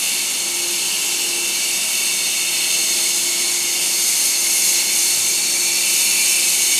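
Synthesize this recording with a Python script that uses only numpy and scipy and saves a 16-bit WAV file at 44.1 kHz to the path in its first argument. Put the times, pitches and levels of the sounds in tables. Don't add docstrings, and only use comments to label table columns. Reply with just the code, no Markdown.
import sys
import numpy as np
from scipy import signal
from scipy.fft import rfft, irfft, next_fast_len
from scipy.io import wavfile
from scipy.ndimage import map_coordinates

SR = 44100
rng = np.random.default_rng(int(sys.argv[2]) if len(sys.argv) > 2 else 0)


def generate_wav(sig):
    pcm = np.round(np.clip(np.atleast_2d(sig).T, -1, 1) * 32767).astype(np.int16)
    wavfile.write(sys.argv[1], SR, pcm)


N = 299439
T = np.arange(N) / SR
FREQS = np.maximum(np.arange(N // 2 + 1) * SR / N, 1)

# time_s, strength_db
THROTTLING = [(0.07, -22), (0.42, -26), (0.61, -24), (1.67, -24), (1.99, -21.5), (2.15, -23.5), (3.09, -22),
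              (3.59, -24), (4.28, -19), (4.37, -21.5), (4.67, -18), (4.88, -22.5), (4.97, -18.5),
              (5.51, -23), (5.81, -22), (5.94, -19), (6.63, -20), (6.76, -20)]
# frequency_hz, relative_level_db
HISS_SPECTRUM = [(900, -27), (1750, -10.5), (2150, -7), (3300, -2), (3900, 0.5), (4800, 4.5), (5900, 3),
                 (7000, 3.5), (8200, 7.5), (9300, -16), (10200, 0.5), (10700, 1.5), (11300, -4),
                 (15000, -27)]
SPRAY_SPECTRUM = [(4000, -34.5), (6500, 9), (8000, -9), (9800, 12), (10600, -2), (11300, 6.5), (11700, 1.5),
                  (12800, 2.5), (13900, -0.5), (15000, -7)]
# frequency_hz, width_hz (between points 3.5 dB down), relative_level_db
BLOCK_MODES = [(2728, 170, 5), (2855, 150, 2), (2957, 190, 1.5)]
PIPE_MODES = [(2054, 44, -11), (2233, 145, -4), (3537, 80, -5.5), (3630, 63, -2.5), (4320, 210, -1.5),
              (4453, 68, -9.5), (5150, 150, -28), (5532, 79, -4)]
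SPOOL_MODES = [(6434, 205, 3), (6673, 247, 2), (7350, 700, -4.5), (8680, 425, 1), (9900, 200, -40.5)]
# time_s, level_db
BLOCK_RING = [(0.04, -28.5), (0.43, -32.5), (0.86, -28.5), (1.29, -30.5), (2.83, -27.5), (3.56, -32.5),
              (3.8, -28), (4.14, -33.5), (4.17, -31), (5.09, -31), (5.62, -36), (5.84, -29.5),
              (6.76, -29.5)]
# frequency_ratio, relative_level_db
SINGING_PARTIALS = [(1, 2), (1.103, 1.5), (1.148, 0.5), (1.85, -2)]
# time_s, level_db
PUMP_HUM = [(0.04, -52), (0.17, -46.5), (0.39, -53), (0.43, -42.5), (0.71, -36.5), (0.9, -50), (1.41, -37),
            (1.65, -52), (1.74, -42), (1.82, -62), (2.02, -45), (2.15, -50.5), (3.26, -41), (4.03, -43),
            (4.08, -50), (4.46, -43.5), (5.39, -47.5), (5.71, -39.5), (5.97, -46), (6.76, -44.5)]
# multiple_of_shaft_rate, mean_level_db
SHAFT_ORDERS = [(7, -57.5), (21, -57.5), (28, -58), (33, -53), (37, -55), (42, -56.5), (53, -55.5)]
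# start_s, length_s, start_pitch_hz, glide_hz_per_s, level_db, width_hz
WHINES = [(0.7, 0.93, 378, 112, -50, 22), (1.6, 2, 635, -1, -51, 10), (2.35, 0.9, 500, -40, -52, 14),
          (3.7, 3.2, 613, -26, -54, 10)]
# start_s, level_db (of the decay, before the soft onset)
KNOCKS = [(5.07, -43), (5.16, -45), (5.66, -45), (6.059, -45)]
# frequency_hz, relative_level_db
BOOM_SPECTRUM = [(40, -40), (95, -2.5), (150, -1), (260, -9), (600, -37)]
# frequency_hz, relative_level_db
HALL_SPECTRUM = [(20, -38), (50, -30), (80, -14.5), (120, -7), (190, 1), (290, 2.5), (385, 4), (460, -1.5),
                 (670, 0), (900, 2), (1200, -2.5), (1800, -2.5), (3000, -4), (12000, -33)]
# mean_pitch_hz, mean_level_db
DRONES = [(94, -63.5), (205, -55), (258, -62)]

USUAL_FLOW_DB = -22
HISS_DB, HISS_PER_FLOW = -23.5, 0.69
SPRAY_DB, SPRAY_PER_FLOW = -25.4, 1.2
PIPES_DB, PIPES_PER_FLOW = -28, 0.17
SPOOL_DB, SPOOL_PER_FLOW = -26.5, 0.59
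PIPES_RISE_DB_PER_S, SPOOL_RISE_DB_PER_S = 0.38, 0.6856
SING_FULL_S, SING_HOLD_S, SING_DB = 6.02, 0.37, -33.5
SING_SWELL_DB_PER_S, SING_FADE_DB_PER_S = 18, 55
SING_HZ, SING_SAG_HZ_PER_S = 2382, 45
SHAFT_HZ = 24.886
WHINE_FADE_S = 0.15
RUMBLE_DB = -37
TOP_HZ = 15000


def oil_jet(unsteady_db=0.54):
    flow_db = flow()
    hiss_db = HISS_DB + HISS_PER_FLOW * flow_db + unsteady_db * walk(3)
    spray_db = SPRAY_DB + SPRAY_PER_FLOW * flow_db
    hiss = reflections(colour(cavitation(), HISS_SPECTRUM), early_db=-4, late_db=-4.5)
    spray = reflections(colour(cavitation(), SPRAY_SPECTRUM), early_db=-8, late_db=-8.5)
    return hiss * undb(hiss_db) + spray * undb(spray_db)


def steel(block_lift_db=0.38, unsteady_db=0.6):
    flow_db = flow()
    block_db = curve(BLOCK_RING) + block_lift_db
    pipes_db = PIPES_DB + PIPES_PER_FLOW * flow_db + PIPES_RISE_DB_PER_S * T
    spool_db = SPOOL_DB + SPOOL_PER_FLOW * flow_db + SPOOL_RISE_DB_PER_S * T
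    parts = [(BLOCK_MODES, block_db), (PIPE_MODES, pipes_db), (SPOOL_MODES, spool_db)]
    out = 0
    for modes, level_db in parts:
        ring = drift(resonate(cavitation(), modes), sway_s=0.002)
        level_db = level_db + unsteady_db * walk(3.5)
        out = out + reflections(ring, early_db=-1, late_db=-2.5) * undb(level_db)
    return out


def singing_valve():
    age = T - SING_FULL_S
    hz = SING_HZ - SING_SAG_HZ_PER_S * age
    swell_db = -SING_SWELL_DB_PER_S * np.maximum(-age, 0)
    fade_db = -SING_FADE_DB_PER_S * np.maximum(age - SING_HOLD_S, 0)
    tones = sum(undb(db) * breathy_tone(ratio * hz, width_hz=26) for ratio, db in SINGING_PARTIALS)
    return tones * undb(SING_DB + swell_db + fade_db)


def pump(main_lift_db=0.2, waver=0.0013, fading=0.63):
    shaft = phase_of(SHAFT_HZ * (1 + waver * walk(9.1)))
    out = np.sin(14 * shaft) * undb(curve(PUMP_HUM) + main_lift_db)
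    for order, db in SHAFT_ORDERS:
        path = 1 + fading * (walk(3.6) + 1j * walk(7.4))
        path = path / np.sqrt(1 + 2 * fading ** 2)
        phase = order * shaft + rng.uniform(0, 2 * np.pi)
        out = out + undb(db) * np.real(path * np.exp(1j * phase))
    return np.sqrt(2) * out


def whine(start_s, length_s, hz, glide, db, width_hz):
    age = T - start_s
    envelope = np.clip(np.minimum(age, length_s - age) / WHINE_FADE_S, 0, 1)
    return breathy_tone(hz + glide * age, width_hz) * envelope * undb(db)


def knocks(rise_s=0.02, t60_s=0.61):
    boom = unit(colour(rng.standard_normal(N), BOOM_SPECTRUM))
    envelope = 0
    for start_s, db in KNOCKS:
        age = np.maximum(T - start_s, 0)
        onset = 1 - np.exp(-age / rise_s)
        envelope = envelope + onset * undb(db - 60 * age / t60_s)
    return boom * envelope


def hall(waver_db=1.5, waver=0.00518):
    rumble = unit(colour(rng.standard_normal(N), HALL_SPECTRUM)) * undb(RUMBLE_DB)
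    drones = 0
    for hz, db in DRONES:
        tone = np.sin(phase_of(hz * (1 + waver * walk(5.2))))
        drones = drones + tone * undb(db + waver_db * walk(8.9))
    return rumble + np.sqrt(2) * drones


def flow():
    return curve(THROTTLING) - USUAL_FLOW_DB


def cavitation(spread_db=3.0, flutter_db=0.7):
    sizes = undb(spread_db * np.minimum(rng.exponential(size=N), 5))
    return rng.standard_normal(N) * sizes * undb(flutter_db * walk(32))


def resonate(x, modes):
    response = 0
    for hz, width, db in modes:
        detuning = hz / width * (FREQS / hz - hz / FREQS)
        response = response + undb(db) / (1 + 1j * detuning / np.sqrt(2)) ** 2
    return irfft(rfft(x) * response, N)


def breathy_tone(hz, width_hz):
    phase = phase_of(hz)
    return walk(width_hz) * np.cos(phase) + walk(width_hz) * np.sin(phase)


def reflections(x, early_db, late_db, early_t60=0.19, late_t60=1.08, places=9):
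    t = T[:SR // 2]
    size = next_fast_len(N + SR // 2, real=True)
    spectrum = rfft(x, size)
    out = 0
    for place in range(places):
        echoes = 0
        for db, t60 in ((early_db, early_t60), (late_db, late_t60)):
            decay = rng.standard_normal(len(t)) * undb(-60 * t / t60)
            echoes = echoes + undb(db) * decay / np.linalg.norm(decay)
        nearness = np.maximum(1 - np.abs(T / T[-1] * (places - 1) - place), 0)
        out = out + np.sqrt(nearness) * irfft(spectrum * rfft(echoes, size), size)[:N]
    return unit(x + out)


def drift(x, sway_s):
    return map_coordinates(x, [np.arange(N) + SR * sway_s * walk(0.6945)], order=3, mode="mirror")


def colour(x, points):
    hz, db = np.transpose(points)
    return irfft(rfft(x) * undb(np.interp(np.log(FREQS), np.log(hz), db)), N)


def walk(rate_hz):
    steps = T * rate_hz * 2
    return unit(map_coordinates(rng.standard_normal(2048), [steps], order=3, mode="wrap"))


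def phase_of(hz):
    return 2 * np.pi * np.cumsum(hz) / SR


def curve(table):
    time_s, values = np.transpose(table)
    return np.interp(T, time_s, values)


def undb(db):
    return 10 ** (np.asarray(db) / 20)


def unit(x):
    return x / np.sqrt(np.mean(x ** 2))


def scene():
    baler = oil_jet() + steel() + singing_valve() + pump()
    whines = sum(whine(*row) for row in WHINES)
    sound = baler + whines + knocks() + hall()
    return np.array([sound, sound])


def record(dry):
    low_pass = signal.firwin(1501, TOP_HZ, fs=SR, window="blackman")
    return signal.fftconvolve(dry, low_pass[None], mode="same")


dry = scene()
out = record(dry)
generate_wav(out)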